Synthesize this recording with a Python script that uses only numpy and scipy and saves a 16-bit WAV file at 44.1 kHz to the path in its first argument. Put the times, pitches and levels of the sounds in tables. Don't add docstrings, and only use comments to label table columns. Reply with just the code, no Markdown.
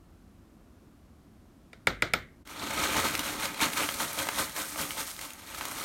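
import sys
import numpy as np
from scipy import signal
from scipy.fft import rfft, irfft, next_fast_len
from scipy.io import wavfile

SR = 44100
rng = np.random.default_rng(int(sys.argv[2]) if len(sys.argv) > 2 else 0)


def generate_wav(sig):
    pcm = np.round(np.clip(np.atleast_2d(sig).T, -1, 1) * 32767).astype(np.int16)
    wavfile.write(sys.argv[1], SR, pcm)


N = 257808
TIME = np.arange(N) / SR

# freq_hz, density_db (per Hz)
HUM_SPECTRUM = [(12, -62), (25, -21), (42, -7), (80, -8), (120, -14.5), (229, -12), (317, -15.5),
                (450, -25.5), (680, -26), (863, -31), (1290, -30), (1600, -35.5), (3000, -41.5),
                (14000, -48), (16000, -58)]
# freq_hz, t60_s
KITCHEN_T60 = [(60, 0.73), (250, 0.28), (700, 0.18), (2000, 0.36), (5000, 0.17), (14000, 0.32)]
# freq_hz, width_hz, level_db (over the direct sound)
JAR_AIR = [(295, 30, 6), (551, 99, -7.5), (882, 50, -1), (1232, 59, -4.5), (2180, 150, -2),
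           (3190, 46, -3.5)]
# freq_hz, density_db (per Hz)
THUD_SPECTRUM = [(27, -24), (42, 1.5), (60, -1.5), (110, -6.5), (170, -3.5), (220, -2), (290, -7),
                 (400, -4), (900, -40)]
# centre_s, spread_s, level_db
SPOONFUL = (0.83, 0.079, -63)
# start_s, strength_db, brightness_db (per octave), clatter_db (relative to the blow)
KNOCKS = [(1.7301, -30.5, 0.6, -2.5), (1.8702, -2.55, 1, -4.5), (2.0218, -4, 1.1, -8),
          (2.1353, -4.5, 2.5, -4)]
# pitch_hz, width_hz, level_db (mean over blows), delay_s
JAR_MODES = [(54, 10, 22, .022), (151, 15, 20, .012), (303, 30, 20.5, .005), (421, 50, 19.5, .007),
             (533, 60, 21, .003), (646, 100, 19.5, .003), (955, 200, 10, .003), (1305, 120, 21.5, .0046),
             (1430, 200, 12, .004), (1662, 90, 14, .003), (2010, 200, 20.5, .0013),
             (2220, 170, 23.5, .0014), (2855, 250, 6, .0015), (3560, 280, 12.5, .0013),
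             (4560, 300, 6.5, .0015), (5420, 450, -1, .0014), (7020, 420, 2, .001), (8850, 550, -1, .0004),
             (11850, 700, -7, .0002)]
# pitch_hz, width_hz, level_db
SPOON_RING = [(12030, 12, 3)]
# freq_hz, density_db (per Hz)
KNOCK_ROOM = [(27, -21), (40, 4), (60, -3), (150, 3.5), (230, -0.5), (600, 5.5), (1080, -8.5), (1330, 2),
              (1750, -4), (2150, 0), (2650, -14), (3700, -4.5), (5500, -12.5), (9000, -26.5), (15000, -54)]
# start_s, level_db (before the common trim in snaps()), pitch_hz,
# slope_db (per octave above the pitch)
SNAPS = [(2.474, -39, 2000, -3), (3.021, -29, 3000, -4), (3.084, -25, 2500, -4), (3.152, -20.5, 1800, -5),
         (3.177, -28, 9000, -3), (3.1927, -20, 2700, -4.5), (3.456, -23, 2600, -6),
         (3.7335, -25.5, 1450, -3), (3.773, -27, 1700, -4), (3.889, -21, 1600, -9), (4.131, -28, 10500, -3),
         (4.270, -26, 1000, -6), (4.288, -19, 850, -5), (4.564, -26.5, 1300, -4), (4.759, -28, 750, -7),
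         (4.907, -26.5, 2000, -6), (5.107, -33, 3500, -2), (5.165, -35.5, 2500, -3),
         (5.1915, -32, 1850, -5), (5.213, -29.5, 2200, -3), (5.305, -34, 2500, -4), (5.334, -36, 6000, -3),
         (5.547, -35, 1600, -5), (5.6105, -27.5, 1350, -7.5), (5.6535, -26, 1750, -4)]
# freq_hz, density_db (per Hz)
LEAF_SPECTRUM = [(100, -12), (250, -16), (560, -2.5), (730, -2), (1050, 0), (1400, 1.5), (1750, -2.5),
                 (2400, -3), (2800, -5), (4200, -4), (4900, -14.5), (6000, -10.5), (7500, -12),
                 (12000, -20)]
# freq_hz, density_db (per Hz)
FILM_SPECTRUM = [(1000, -35), (4500, -6.5), (6300, -5.5), (7500, -8.5), (9000, -4.5), (9900, -8),
                 (10500, -12), (11300, -6.5), (13000, -8.5), (16000, -14.5)]
# time_s, level_db (before layer trims)
SLIDE = [(2.46, -56), (2.62, -37.5), (2.81, -34), (3.0, -30.5), (3.13, -36.5), (3.54, -41.5), (4.35, -39),
         (4.51, -46.5), (4.92, -43.5), (5.16, -52), (5.33, -51.5), (5.37, -53), (5.55, -43.5), (5.85, -40)]
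# time_s, film_db (relative to the slide, before layer trims)
FILM_BALANCE = [(2.55, -9), (3.25, -4), (3.56, -8.5), (3.8, 1), (4.35, -1.5), (5.13, 4.5), (5.4, -3),
                (5.85, -1)]
# full_speed_s, rustle_db, crinkle_db (both before layer trims), thud_db, hold_s
SHAKES = [(2.498, -46.5, -50, -59, 0.02), (2.597, -43, -55, -46, 0.015), (2.78, -32, -40, -41, 0.013),
          (2.837, -30, -38, -51, 0.013), (2.961, -29, -48, -38, .025), (3.048, -34, -40, -70, .03),
          (3.242, -38.5, -41.5, -50, 0.06), (3.428, -32.5, -37, -48, 0.024),
          (3.616, -24.5, -31, -39.5, 0.02), (3.778, -30.5, -36.5, -45.5, 0.057),
          (4.004, -30, -33.5, -45, 0.013), (4.189, -30.5, -35, -46, 0.0053),
          (4.388, -29, -30.5, -42.5, 0.016), (4.571, -36, -36, -55, 0.042), (4.69, -60, -41, -54, 0.0088),
          (4.792, -34, -35, -44, .028), (4.98, -35.5, -37, -49, 0.024), (5.086, -47, -40.5, -68, .01),
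          (5.225, -44, -43, -63, 0.03)]

HUM_DB, HUM_POUR_DB = -56, -58.5
DIP_S, DIP_WIDTH_S, DIP_DB = 2.442, 0.012, -12
POUR_START_S = 2.452
SHAKE_RISE_S, SHAKE_SETTLE_S = 0.014, 0.031
FALL_S = 0.011
LANDING_DB = -9
HEAP_DB_PER_S = 1.24
CATCH_DB, CATCH_HZ = 1.16, 34.6
EDGE_HZ = 16050


def gain_of(db):
    return 10 ** (np.asarray(db) / 20)


def evened(x):
    return x / np.sqrt(np.mean(x ** 2) + 1e-20)


def read(points, hz):
    freq_hz, value = np.transpose(points)
    return np.interp(np.log(hz + 1), np.log(freq_hz + 1), value)


def curve(rows):
    return np.interp(TIME, *np.transpose(rows))


def add(mix, start_s, sound):
    part = mix[round(start_s * SR):][:len(sound)]
    part += sound[:len(part)]


def coloured(x, spectrum):
    hz = np.fft.rfftfreq(len(x), 1 / SR)
    return evened(irfft(rfft(x) * gain_of(read(spectrum, hz)), len(x)))


def resonances(modes, hz):
    return [gain_of(db) * 1j * width * hz / (f ** 2 - hz ** 2 + 1j * width * hz)
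            for f, width, db in modes]


def background():
    dip_db = DIP_DB * np.exp(-((TIME - DIP_S) / DIP_WIDTH_S) ** 2)
    steady_db = np.where(TIME < DIP_S, HUM_DB, HUM_POUR_DB)
    return coloured(rng.standard_normal(N), HUM_SPECTRUM) * gain_of(steady_db + dip_db)


def kitchen(first_s):
    size = SR // 2
    signs = rng.choice([-1., 1.], size)
    present = rng.random(size) < 1 / 10
    taps = signs * present * (TIME[:size] > first_s)
    hz, t, bands = signal.stft(taps, SR, nperseg=256)
    decay = gain_of(-60 * t / read(KITCHEN_T60, hz)[:, None])
    tail = signal.istft(bands * decay, SR)[1]
    return tail / np.linalg.norm(tail)


def hollow(x):
    size = next_fast_len(N + SR // 4)
    hz = np.fft.rfftfreq(size, 1 / SR)
    response = 1 + sum(resonances(JAR_AIR, hz))
    return irfft(rfft(x, size) * response, size)[:N]


def powder():
    centre_s, spread_s, db = SPOONFUL
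    puff = np.exp(-((TIME - centre_s) / spread_s) ** 2)
    return coloured(rng.standard_normal(N), THUD_SPECTRUM) * gain_of(db) * puff


def spoon(clatter_s=0.0019, room_db=-39.5):
    size, out = SR, np.zeros(N)
    hz, t = np.fft.rfftfreq(size, 1 / SR), TIME[:SR // 16]
    modes = np.array(JAR_MODES)
    delay = np.exp(-2j * np.pi * hz * modes[:, 3:])
    soft_start = 1 / (1 + 1j * hz / (2 * modes[:, :1]))
    shapes = np.array(resonances(modes[:, :3], hz)) * delay * soft_start
    ring = sum(resonances(SPOON_RING, hz))
    for start_s, db, bright_db, clatter_db in KNOCKS:
        shares = gain_of(rng.standard_normal(len(modes)))
        force = gain_of(db + bright_db * np.log2((hz + 100) / 1500))
        blow = irfft((shares @ shapes + ring) * force, size)
        chatter = rng.standard_normal(len(t)) * t * np.exp(-t / clatter_s)
        chatter /= np.linalg.norm(chatter)
        room = coloured(kitchen(first_s=0.003), KNOCK_ROOM)[:SR * 2 // 5]
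        add(out, start_s, blow)
        add(out, start_s, gain_of(clatter_db) * signal.fftconvolve(blow, chatter))
        add(out, start_s, gain_of(db + room_db) * room)
    return out


def crackle(per_s, spread_db, cycles, low_hz, high_hz, count):
    out = np.zeros(N)
    for hz in np.geomspace(low_hz, high_hz, count):
        chance = rng.random(N) * count * SR / per_s
        moments = np.flatnonzero(chance < 1)
        hardness = np.minimum(-np.log(chance[moments]), 4)
        clicks = np.zeros(N)
        clicks[moments] = (-1.) ** moments * gain_of(spread_db * hardness)
        angle = 2 * np.pi * hz / SR
        fade = np.exp(-hz / cycles / SR)
        out += signal.lfilter([angle, 0, -angle], [1, -2 * fade * np.cos(angle), fade ** 2], clicks)
    return evened(out)


def creases(per_s=70, spread_db=3, ring_s=0.0023):
    t = TIME[:SR // 100]
    sizes = gain_of(spread_db * np.minimum(rng.exponential(1, N), 3))
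    folds = sizes * (rng.random(N) < per_s / SR)
    envelope = signal.oaconvolve(folds, np.exp(-t / ring_s))[:N]
    return evened(envelope * rng.standard_normal(N))


def catching():
    slow = np.fft.rfftfreq(N, 1 / SR) < CATCH_HZ
    return gain_of(CATCH_DB * evened(irfft(rfft(rng.standard_normal(N)) * slow, N)))


def shaking(axis, late_s):
    out = np.zeros(N)
    for row in SHAKES:
        t, hold_s = TIME - row[0] - late_s, row[-1]
        rise = np.minimum(t, 0) / SHAKE_RISE_S
        settle = np.maximum(t - hold_s, 0) / SHAKE_SETTLE_S
        out += gain_of(row[axis]) * np.exp(rise - settle)
    return out


def snaps(ring_s=0.0026, level_db=-16.0):
    out, t = np.zeros(N), TIME[:SR // 25]
    for start_s, db, hz, slope_db in SNAPS:
        colour = [(hz / 8, -20), (hz / 2, -7), (hz, 0), (hz * 2 ** 4, 4 * slope_db)]
        burst = coloured(rng.standard_normal(len(t)), colour) * np.exp(-t / ring_s)
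        add(out, start_s, gain_of(db + level_db) * evened(burst))
    return out


def herbs(leaves_db=-1.73, film_db=-1.5, folds_db=-7.0, stems_db=-8):
    folds = gain_of(folds_db) * creases()
    stems = crackle(per_s=260, spread_db=3.0, cycles=2.9, low_hz=413, high_hz=6840, count=16)
    facets = crackle(per_s=6000, spread_db=1.0, cycles=1.97, low_hz=241.5, high_hz=8230, count=18)
    leaves = coloured(folds + gain_of(stems_db) * stems + facets, LEAF_SPECTRUM)
    crinkles = crackle(per_s=12000, spread_db=2.0, cycles=0.42, low_hz=4000, high_hz=14900, count=7)
    film = coloured(folds + crinkles, FILM_SPECTRUM)
    drops = crackle(per_s=900, spread_db=1.5, cycles=0.79, low_hz=54.0, high_hz=472, count=5)
    clumps = coloured(drops, THUD_SPECTRUM)

    slide = gain_of(curve(SLIDE)) * catching()
    rubbing = np.hypot(slide, shaking(axis=1, late_s=0))
    flexing = np.hypot(slide * gain_of(curve(FILM_BALANCE)), shaking(axis=2, late_s=0))
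    landing = gain_of(LANDING_DB - HEAP_DB_PER_S * (TIME - POUR_START_S))
    falling = np.hypot(slide * landing, shaking(axis=3, late_s=FALL_S))
    bag = leaves * rubbing * gain_of(leaves_db) + film * flexing * gain_of(film_db)
    return (bag + clumps * falling) * (TIME > POUR_START_S)


def scene():
    rustle = hollow(herbs() + snaps() + powder())
    reflections = gain_of(-8.5) * signal.fftconvolve(rustle, kitchen(first_s=0.00219))[:N]
    return np.tile(spoon() + rustle + reflections + background(), (2, 1))


def record(dry):
    lowpass = signal.firwin(511, EDGE_HZ, window=("kaiser", 9), fs=SR)
    return signal.oaconvolve(dry, lowpass[None], "same")


dry = scene()
out = record(dry)
generate_wav(out)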